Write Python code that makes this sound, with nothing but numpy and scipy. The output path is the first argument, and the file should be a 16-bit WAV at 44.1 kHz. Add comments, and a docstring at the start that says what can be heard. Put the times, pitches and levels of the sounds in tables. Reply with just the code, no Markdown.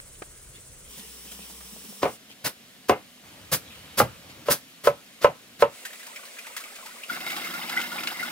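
"""Making animal feed on a farm, in short outdoor scenes, each with its own air. First weeds rustle and
tear from garden soil over pulsing insects and a low hum. From 2 s a cleaver crunches through greens
and a juicy stem, and the wooden blocks ring under it. Near 6 s wet bran slops from a ladle into a
plastic basin, bubbling as its air pockets open. From 7 s two hands knead the mash, which squelches
and crackles as the air is squeezed out."""
import sys
import numpy as np
from scipy import signal
from scipy.fft import rfft, irfft, next_fast_len
from scipy.io import wavfile
from scipy.ndimage import uniform_filter1d, map_coordinates

SR = 44100
rng = np.random.default_rng(int(sys.argv[2]) if len(sys.argv) > 2 else 0)


def digitize_waveform(pressure):
    """Quantize a signal to 16-bit integers and store it at the path in sys.argv[1].

    Rows of a 2-D input are taken as channels; values are limited to [-1, 1].
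    """
    field = np.atleast_2d(pressure).T
    bounded = np.clip(field, -1, 1)
    quanta = np.round(bounded * 32767).astype(np.int16)
    wavfile.write(sys.argv[1], SR, quanta)


N = 366471
TIME = np.arange(N) / SR
AGE = TIME[:SR // 3]  # clock of a single hit, in seconds

# Fizz of fine droplets in wet bran: f/Hz, level/dB
FIZZ = [(2500, -32), (5000, 0.5), (6800, -17), (8500, -12), (15500, -6.5)]


def chops():
    """The cleaver strikes the block: a crack, ringing wood, a dull thud, and a rock on the ground."""
    # Blows and bounces: t/s, ring level/dB, thud level/dB, ground level/dB, block
    blows = [(2.0308, -14.5, -18.5, -33, "greens"), (2.0452, -33, -32, -47, "greens"),
             (2.053, -22.5, -20.5, -40, "greens"), (2.8955, -7, -13.5, -32.5, "greens"),
             (2.919, -28, -25.5, -50, "greens"), (3.522, -30, -42, -34.5, "stem"),
             (4.0012, -9, -18, -21.5, "stem"), (4.0157, -17, -25, -31.5, "stem"),
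             (4.4852, -18.5, -29, -33.5, "heap"), (4.8723, -10.5, -19, -33, "heap"),
             (5.2454, -9, -14.5, -31.5, "heap"), (5.6234, -10.5, -17, -34.5, "heap")]
    # Modes of each block under its load: f/Hz, level/dB, t60/s
    block_modes = { "greens": [(306, -24.5, 0.28), (400.4, -9.5, 0.11), (428, -10.5, 0.1),
                   (503, -16.5, 0.13), (555, -3, 0.065), (721, -6, 0.11), (1022, -2, 0.04),
                   (1110, -19.5, 0.11), (1507, -14.5, 0.07), (2105, -28, 0.25), (2850, -35, 0.19)],
                   "stem": [(308.5, -22, 0.13), (504, -11, 0.1), (537, -4.5, 0.11), (827, -1, 0.068),
                   (1075, -18, 0.096), (1216, 4.5, 0.024), (1350, -6.5, 0.054), (1594, -21, 0.12),
                   (2028, -15, 0.11), (2412, -24, 0.1)], "heap": [(456, -17, 0.17), (479.5, -5, 0.11),
                   (503, 0.5, 0.069), (571.2, 4.5, 0.1), (610, -29, 0.24), (916, -5, 0.078),
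                   (1018, -1, 0.072), (1299, -5, 0.08), (1478, -12, 0.074), (2027, -24, 0.11),
                   (2866, -24.5, 0.083)]}
    # The edge biting each block: f/Hz, level/dB relative to the ring
    bites = {"greens": (2700, -9), "stem": (2000, -10), "heap": (2700, -10)}
    # Colour of the thud: f/Hz, level/dB
    thud_colour = [(40, -10), (85, -17), (200, 4), (320, -6), (500, 2.5), (1100, -5.5), (1800, -15.5),
                   (2800, -16.5), (4200, -36), (15000, -109)]
    # The block rocking on the ground: f/Hz, level/dB, t60/s
    ground_modes = [(123.5, -5, 0.21), (156.7, 0.5, .17)]
    out = np.zeros(N)
    contact = 1 - fade(.002)  # the pulp cushions the blow
    for s, db, thud_db, ground_db, block in blows:
        modes, (crack_hz, crack_db) = block_modes[block], bites[block]
        thud = amp(thud_db) * coloured(rng.standard_normal(len(AGE)), thud_colour) * fade(.15)
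        low_cut_hz = .86 * modes[0][0]  # little radiates below the lowest mode
        wood = highpass(contact * (thud - amp(db) * ring(modes)), low_cut_hz, order=4)
        crack = amp(db + crack_db) * band(crack_hz, q=1.2) * fade(.014)
        rocking = ring(ground_modes) + 1.16 * band(centre_hz=130, q=.75) * fade(.17)
        ground = highpass(rocking * (1 - fade(.024)), hz=58, order=3)
        add(out, s, wood + crack + amp(ground_db) * ground)
    return out


def cuts():
    """Cells burst in a dense crunch that swells while the blade sinks, then dies away."""
    # Strokes through the stalks: start/s, end/s, crunch level/dB, hiss level/dB
    strokes = [(2.014, 2.033, -31.5, -42), (2.439, 2.466, -27, -27), (2.881, 2.887, -27, -29.5),
               (3.513, 3.538, -24, -20.5), (3.97, 3.994, -23.5, -20.5), (4.452, 4.51, -36, -42.5),
               (4.496, 4.52, -22, -18.5), (4.833, 4.871, -31, -33.5), (5.208, 5.245, -31.5, -40.5),
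               (5.587, 5.623, -35, -40.5)]
    # Crunch of the fibres: f/Hz, level/dB
    crunch_colour = [(50, -24), (120, 5), (330, -1), (500, 7), (800, -1.5), (1400, 3), (2500, -3),
                     (4500, -4), (8000, -15), (16000, -44)]
    # Hiss of the juice: f/Hz, level/dB
    juice_colour = [(1000, -39), (3000, -7), (5000, 2), (7000, -3), (11000, 2.5), (15500, 0.5)]
    out = np.zeros(N)
    for start, end, crunch_db, hiss_db in strokes:
        past_end = AGE - (end - start)
        swell_db = np.where(past_end < 0, 110 * past_end, -520 * past_end)
        stroke = (1 - fade(.044)) ** 2 * amp(swell_db)
        fibres = coloured(crackle(rate=6200, spread_db=1.5, size=len(AGE)), crunch_colour)
        juice = coloured(crackle(rate=4500, spread_db=3.5, size=len(AGE)), juice_colour)
        add(out, start, stroke * (amp(crunch_db) * fibres + amp(hiss_db) * juice))
    return out


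def kneading():
    """Hands push the mash against the basin; air pockets pop and ring its hollows, wet leaves tick."""
    # Colour of the wet mash: f/Hz, level/dB
    mash_colour = [(300, -51), (500, -3.5), (760, -2), (900, -12), (1200, -6.5), (1420, -5), (1650, -8),
                   (1850, -10), (2090, 1), (2400, -6.5), (3700, -3.5), (5300, -21), (6500, -35),
                   (15000, -37)]
    # Hollows between hands, mash and basin: f/Hz, level/dB, t60/s
    hollows = [(729, -4.5, 0.095), (1418, 3.5, 0.068), (1740, 6.5, 0.028), (2084, 3.5, 0.11),
               (2715, 1.5, 0.055), (3780, 1, 0.046)]
    # Body of the plastic basin: f/Hz, level/dB
    basin_colour = [(50, -40.5), (105, -37), (130, -21), (180, 4), (210, -11), (238, 6), (275, -8.5),
                    (330, 2), (420, -14), (900, -21.5)]
    # Single squelches: t/s, level/dB, f/Hz, spray level/dB relative to the cavity
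    squelches = [(7.098, -18, 1430, -18), (7.111, -22, 1466, -12), (7.146, -24.5, 1450, -10),
                 (7.2644, -22, 2114, -20), (7.3008, -21, 2094, -6), (7.317, -26, 2250, -4),
                 (7.3657, -27, 1114, -2), (7.4455, -24.5, 2100, -4.5), (7.46, -27, 1395, -12),
                 (7.5383, -22, 1360, -7), (7.6934, -27, 2100, -6), (7.7284, -26, 2170, -20),
                 (7.766, -15.5, 1437, -27), (7.7708, -12.5, 2020, -29), (7.789, -21.5, 1410, -14),
                 (7.9164, -20.5, 1397, -15), (7.9853, -24, 2390, -23), (8.0342, -25.5, 1324, -20),
                 (8.0726, -23, 2800, -14), (8.1428, -27, 2080, -12), (8.1948, -17, 2040, -23),
                 (8.21, -24.5, 2040, -9), (8.2287, -18, 1414, -11)]
    start, end = 7.08, 8.4
    work = effort(start, end)
    pops = bubbles(start, end, rate=380, centre_hz=2047, octaves=1.408, cycles=21, spread_db=1.5)
    popping = coloured(pops, mash_colour) * span_gain(start, end)
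    shapes = [ring(hollows, shift) for shift in (.97, 1, 1.03)]  # moving hands resize the hollows
    ringing = sum(signal.fftconvolve(crackle(rate=60, spread_db=2.5), shape)[:N] for shape in shapes)
    leaf_ticks = coloured(crackle(rate=1100, spread_db=4.5), mash_colour)
    wet = amp(-37.5) * work * (.72 * popping + .3 * leaf_ticks + .63 * unit(ringing))
    clumps = unit(amp(1.6 * wobble(rate=70)))  # the pockets pop in clumps
    fizz = amp(-43.5) * work ** .45 * coloured(crackle(rate=5500, spread_db=2.5), FIZZ)
    basin = highpass(coloured(crackle(rate=600, spread_db=4), basin_colour), hz=82, order=2)
    out = clumps * (wet + fizz) + amp(-44.5) * work ** .96 * basin + film_snaps()
    out += squirts(squelches, gain_db=-8, q=7, tone=.6, ring_t60=.13, spray_t60=.13)
    return highpass(out, hz=75, order=3)


def effort(start, end):
    """How hard the hands work: separate presses over a light, steady stirring."""
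    # Presses into the mash: t/s, hold/s, level/dB
    presses = [(7.086, 0.092, -0.5), (7.246, 0.24, -0.5), (7.476, 0.22, -1), (7.656, 0.21, 0.5),
               (7.906, 0.217, -0.5), (8.188, 0.12, -0.5)]
    grip_s, release_s = .009, .035
    stirring = amp(-4.5) * held(start, end, grip_s, release_s)
    pressing = [amp(db) * held(s, s + hold, grip_s, release_s) for s, hold, db in presses]
    return np.max([stirring, *pressing], axis=0)


def film_snaps():
    """Wet films burst, each with a sharp tick and a softer smack."""
    # Bursts: t/s, level/dB
    snaps = [(7.2647, -26), (7.366, -22), (7.6964, -21), (7.803, -23), (7.8145, -20), (8.035, -21.5),
             (8.073, -14.5)]
    out = np.zeros(N)
    snap_hz = 2600
    for s, db in snaps:
        tick = np.cos(2 * np.pi * snap_hz * AGE) * fade(.003)
        smack = amp(-11) * band(snap_hz, q=.7) * fade(.045)
        add(out, s, amp(db) * (tick + smack))
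    return out


def squirts(events, gain_db, q, tone, ring_t60, spray_t60):
    """Air squeezed from wet pulp sounds an opening cavity: a rising tone, a gurgle and a fine spray."""
    spray_colour = [(400, -19), (1500, 6.5), (4000, 1.5), (15000, -5)]  # f/Hz, level/dB
    out = np.zeros(N)
    opening = 1 - fade(.006)
    for s, db, hz, spray_db in events:
        note = np.sqrt(2) * np.sin(2 * np.pi * (hz * AGE * (1 + AGE) + rng.random()))
        cavity = (tone * note + (1 - tone) * band(hz, q)) * fade(ring_t60)
        droplets = coloured(crackle(rate=13000, spread_db=4.5, size=len(AGE)), spray_colour)
        spray = amp(spray_db) * droplets * fade(spray_t60)
        add(out, s - .001, amp(db + gain_db) * (cavity + spray) * opening)
    return out


def ladling():
    """Wet bran gurgles and slops off the ladle, then bubbles quietly for as long as it is stirred."""
    # Scoops and landings: t/s, level/dB, f/Hz, spray level/dB relative to the cavity
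    slops = [(5.852, -36.5, 1750, -1), (5.931, -49, 1920, 3), (5.995, -47, 1950, -3), (6.03, -51, 1730, 2),
             (6.066, -53.5, 1630, 8.5), (6.160, -39.5, 2280, -6), (6.253, -50, 4300, 0),
             (6.368, -46, 1670, -16), (6.386, -42.5, 2420, -4), (6.445, -45, 1510, -16),
             (6.467, -43, 2010, -2), (6.566, -41, 1900, 7), (6.604, -52.5, 1470, 9), (6.638, -43, 2260, -4),
             (6.756, -46, 2360, -1), (6.860, -53.5, 2080, 10), (7.035, -38.5, 2690, -13)]
    pour, stir = (5.85, 7.05), (6.6, 8.4)  # start/s, end/s
    pops = bubbles(*stir, rate=240, centre_hz=1744, octaves=1.486, cycles=28, spread_db=3.5)
    bubbling = unit(pops) * span_gain(*stir)
    drizzle = amp(-1) * coloured(crackle(rate=2500, spread_db=5), FIZZ)
    flow = amp(-58) * held(*stir, attack_s=.025, release_s=.03)
    pockets = bubbles(*pour, rate=75, centre_hz=1600, octaves=.9, cycles=26, spread_db=2)
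    gurgle = amp(-54) * unit(pockets) * span_gain(*pour)
    slopping = squirts(slops, gain_db=4.5, q=4, tone=.35, ring_t60=.095, spray_t60=.11)
    return gurgle + flow * (bubbling + drizzle) + slopping


def bubbles(start, end, rate, centre_hz, octaves, cycles, spread_db):
    """Tiny air pockets open; each rings for some cycles with a rising pitch."""
    when, pitch, size, life = rng.random((4, 6000))[:, :int(rate * (end - start))]
    hz = centre_hz * 2 ** (octaves * (2 * pitch[:, None] - 1))
    t = AGE[:600]
    life_spent = t * hz / (cycles * (.5 + life[:, None]))
    rise = 1 + .087 * np.minimum(life_spent, 2)
    strength = amp(-spread_db * np.log(size[:, None] + .085))
    rings = strength * np.exp(-2 * life_spent) * np.sin(2 * np.pi * hz * t * rise)
    onsets = ((start + when * (end - start)) * SR).astype(int)
    samples = onsets[:, None] + np.arange(len(t))
    return np.bincount(samples.ravel(), rings.ravel(), N)[:N]


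def handling():
    """Leaves rustle and roots tear from loose soil with a soft thump; hands and tools tap."""
    # Brushes against leaves and crumbs: t/s, level/dB, length/s
    rustles = [(0.153, -56, 0.019), (0.567, -52.5, 0.057), (0.972, -55, 0.24), (1.325, -54.5, 0.11),
               (1.434, -48.5, 0.082), (1.8, -57, 0.059), (2.31, -46.5, 0.04), (3.742, -51, 0.17),
               (3.965, -52.5, 0.24), (4.307, -49, 0.043)]
    # Colour of the leaves: f/Hz, level/dB
    leaf_colour = [(250, -6), (1300, -0.5), (3000, 14.5), (6000, -3.5), (15000, -7.5)]
    # Roots leaving the soil: t/s, thump level/dB, rustle level/dB
    tugs = [(0.98, -33, -35), (1.255, -42, -38), (1.317, -45, -32), (1.397, -39, -47), (1.499, -41, -37),
            (1.654, -44, -45), (1.73, -36, -43), (1.845, -36, -39), (1.894, -35, -39)]
    # Tearing roots and crumbs: f/Hz, level/dB
    soil_colour = [(200, -6), (500, 3), (1200, -3), (3000, -3), (6000, 0), (15000, -1)]
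    # Light, dry taps: t/s, level/dB, f/Hz
    taps = [(0.22, -31.5, 430), (.2205, -36.5, 1390), (0.995, -43, 3000), (1.258, -51, 446),
            (1.392, -45, 480), (1.501, -47, 455), (1.607, -45.5, 1200), (1.763, -47, 497),
            (1.925, -49, 560), (2.304, -52.5, 400)]
    brushing = sum(amp(db) * np.exp(-(2 * (TIME - s) / length) ** 2) for s, db, length in rustles)
    leaves = coloured(crackle(rate=1500, spread_db=4), leaf_colour)
    out = brushing * patchy(leaves, depth_db=4.5)
    for s, thump_db, rustle_db in tugs:
        thump = amp(thump_db - 7) * band(centre_hz=197.5, q=3.3)
        crumbs = crackle(rate=2200, spread_db=3, size=len(AGE))
        soil = amp(rustle_db - 5.5) * coloured(crumbs, soil_colour)
        add(out, s - .008, (thump + soil) * fade(.17) * (1 - fade(.037)))
    for s, db, hz in taps:
        add(out, s, amp(db + 2.5) * band(hz, q=.85) * fade(.036) * (1 - fade(.0016)))
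    return out


def walls(x):
    """The farm buildings answer with a short, diffuse stereo tail."""
    # Decay of the tail: f/Hz, t60/s
    decay = [(100, 0.62), (500, 0.13), (2000, 0.36), (10000, 0.27)]
    hz, t, noise = signal.stft(rng.standard_normal((2, SR // 2)), SR, nperseg=256)
    dying = noise * np.exp(-np.log(1000) * t / along(decay, hz)[:, None])
    tail = signal.istft(dying, SR, nperseg=256)[1]
    delayed = np.pad(x, (round(.016 * SR), 0))
    return signal.fftconvolve(delayed[None], tail / np.linalg.norm(tail[0]), axes=1)[:, :N]


def insects():
    """Garden insects: a high hiss that pulses quickly."""
    # Colour of their song: f/Hz, level/dB
    song_colour = [(5000, -35), (8000, -0.5), (9700, -2), (12300, -18), (15500, -9)]
    pulse_hz, depth_db = 16.7, 2.2
    pulsing_db = depth_db * np.sin(2 * np.pi * pulse_hz * TIME)
    return amp(-53 + pulsing_db) * coloured(rng.standard_normal(N), song_colour)


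def hum():
    """A low hum by the vegetable bed wavers in pitch and level for about a second."""
    hum_hz = 62
    note = np.sqrt(2) * np.sin(2 * np.pi * hum_hz * TIME + .6 * wobble(rate=9))
    level = amp(-59.5 + 2.2 * wobble(rate=13))
    return level * held(start=.8, end=1.83, attack_s=.017, release_s=.034) * note


def air():
    """The outdoor air of each place crossfades into the next, with insects and a hum early on."""
    # Colour of the air in each place: f/Hz, level/dB
    garden = [(15, -31), (25, 2.5), (140, -2.5), (240, -13.5), (536, -10), (745, -19.5), (839, -20.5),
              (1510, -17), (1780, -19), (4690, -22), (7000, -16), (9100, -31), (15400, -120)]
    vegetable_bed = [(65, -45), (110, -20), (201, 1.5), (336, -12), (440, -3.5), (588, -16.5), (1070, -12),
                     (1430, -16.5), (2500, -13.5), (3100, -10), (4380, -15.5), (5450, -9), (6770, -14.5),
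                     (8000, -10), (10000, -10.5), (12600, -18), (15500, -9.5)]
    yard = [(24, -26), (40, -21.5), (247, 2), (325, -8.5), (758, -10.5), (838, -16), (1820, -11.5),
            (2990, -10), (3840, -12.5), (5440, -16), (15500, -21.5)]
    shade = [(24, -43), (40, -12), (75, 5), (188, 2.5), (309, 1), (377, -7), (509, -3), (903, -7.5),
             (3060, -8), (5720, -14), (15500, -19)]
    deck = [(53, -64), (90, -44), (222, 0), (307, -9), (667, 0.5), (793, -10), (1450, -6.5), (1760, -10),
            (2000, -1.5), (5750, -10.5), (8300, -7), (14500, -16.5), (15500, -11)]
    # Where one place gives way to the next: t/s
    edges = [-1, .9, 2.15, 3.25, 4.45, 5.73, 9]
    places = [garden, vegetable_bed, yard, shade, yard, deck]
    levels_db = [-52.5, -45, -53.5, -49.5, -52.5, -47]
    beds = np.zeros(N)
    for start, end, db, colour in zip(edges, edges[1:], levels_db, places):
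        beds += amp(db) * crossfade(start, end) * coloured(rng.standard_normal(N), colour)
    return crossfade(*edges[:2]) * insects() + hum() + patchy(beds, depth_db=1.4)


def amp(db):
    """Decibels to gain."""
    return 10 ** (np.asarray(db) / 20)


def unit(x):
    """Scale to rms 1."""
    return x / np.sqrt(np.mean(x ** 2) + 1e-20)


def span_gain(start, end):
    """Gain that turns rms 1 over the whole track into rms 1 over the span that sounds."""
    return np.sqrt((end - start) * SR / N)


def add(track, s, x):
    """Mix x into the track at time s."""
    part = track[max(round(s * SR), 0):][:len(x)]
    part += x[:len(part)]


def fade(t60):
    """Exponential decay, 60 dB down after t60 seconds."""
    return np.exp(-np.log(1000) * AGE / t60)


def held(start, end, attack_s, release_s):
    """An envelope that rises at start, holds until end and dies away."""
    attack = 1 - np.exp(-np.maximum(TIME - start, 0) / attack_s)
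    return attack * np.exp(-np.maximum(TIME - end, 0) / release_s)


def crossfade(start, end):
    """A window with 50 ms equal-power edges."""
    return np.sqrt(np.clip(.5 + 20 * np.minimum(TIME - start, end - TIME), 0, 1))


def wobble(rate):
    """A smooth random curve, rate knots a second."""
    return map_coordinates(rng.standard_normal(4096), [TIME * rate], mode="wrap")


def ring(modes, shift=1):
    """Struck modes (f/Hz, level/dB, t60/s), their balance a little different on every hit."""
    return sum(amp(db + rng.normal(0, .7)) * fade(t60) * np.sin(2 * np.pi * hz * shift * AGE)
               for hz, db, t60 in modes)


def band(centre_hz, q):
    """A short noise in one resonance, at rms 1."""
    def resonance(hz):
        detuning = (hz + 1) / centre_hz - centre_hz / (hz + 1)
        return 1 / (1 + (q * detuning) ** 2)
    return unit(filtered(rng.standard_normal(len(AGE)), resonance))


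def crackle(rate, spread_db, size=N):
    """Random ticks of uneven strength, about rate a second, at rms 1."""
    chance, strength = rng.random(size), rng.standard_normal(size)
    ticks = (chance < rate / SR) * rng.choice([-1, 1], size)
    return unit(ticks * amp(spread_db * np.clip(strength, -2, 2)))


def along(points, hz):
    """Read a curve of (f/Hz, value) points on a log frequency axis."""
    freqs, values = np.transpose(points)
    return np.interp(np.log(hz + 1), np.log(freqs + 1), values)


def filtered(x, response):
    """Apply a gain given as a function of frequency."""
    n = x.shape[-1]
    padded = next_fast_len(n + 8192)
    return irfft(rfft(x, padded) * response(np.fft.rfftfreq(padded, 1 / SR)), padded)[..., :n]


def coloured(x, colour):
    """Shape x with an EQ curve (f/Hz, level/dB), at rms 1."""
    return unit(filtered(x, lambda hz: amp(along(colour, hz))))


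def highpass(x, hz, order):
    """Causal low cut."""
    return signal.sosfilt(signal.butter(order, hz, "highpass", fs=SR, output="sos"), x)


def patchy(x, depth_db):
    """Let the level drift from patch to patch of time and frequency."""
    frames = signal.stft(x, nperseg=512)[2]
    field = uniform_filter1d(rng.standard_normal(frames.shape), size=4, axis=0)
    field = uniform_filter1d(field, size=7, axis=1)
    return signal.istft(frames * unit(amp(depth_db * unit(field))), nperseg=512)[1][:N]


def stereo(source, width, alike):
    """Widen a source: part is the same sound leading on the left, part is scatter from nearby."""
    mid = source()
    scatter = np.roll(source(), round(.003 * SR))
    difference = alike * mid + np.sqrt(1 - alike ** 2) * scatter
    side = filtered(difference, lambda hz: 1j * amp(along(width, hz)))
    return np.array([mid + side, mid - side])


def scene():
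    """All sources in the open air; the blocks are close and echo from the buildings."""
    # Width of the close blocks and of the diffuse sound: f/Hz, side level/dB relative to mid
    near = [(100, -20.5), (500, -12), (1200, -5.5), (3000, -2.5), (10000, 1)]
    wide = [(60, -13.5), (250, -12), (600, -5), (1200, -2), (4000, 0), (12000, 0)]
    blade = stereo(lambda: chops() + cuts(), near, alike=.66)
    feed = stereo(lambda: ladling() + kneading(), wide, alike=.71)
    outdoors = stereo(lambda: air() + handling(), wide, alike=.45)
    return blade + amp(-22) * walls(blade.mean(axis=0)) + feed + outdoors


def record(dry):
    """Soft clipping rounds the highest peaks, and a steep high cut takes off the very top."""
    ceiling, top_hz = .9, 15800
    rounded = dry / (1 + np.abs(dry / ceiling) ** 6) ** (1 / 6)
    return filtered(rounded, lambda hz: 1 / (1 + (hz / top_hz) ** 160))


dry = scene()
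out = record(dry)
digitize_waveform(out)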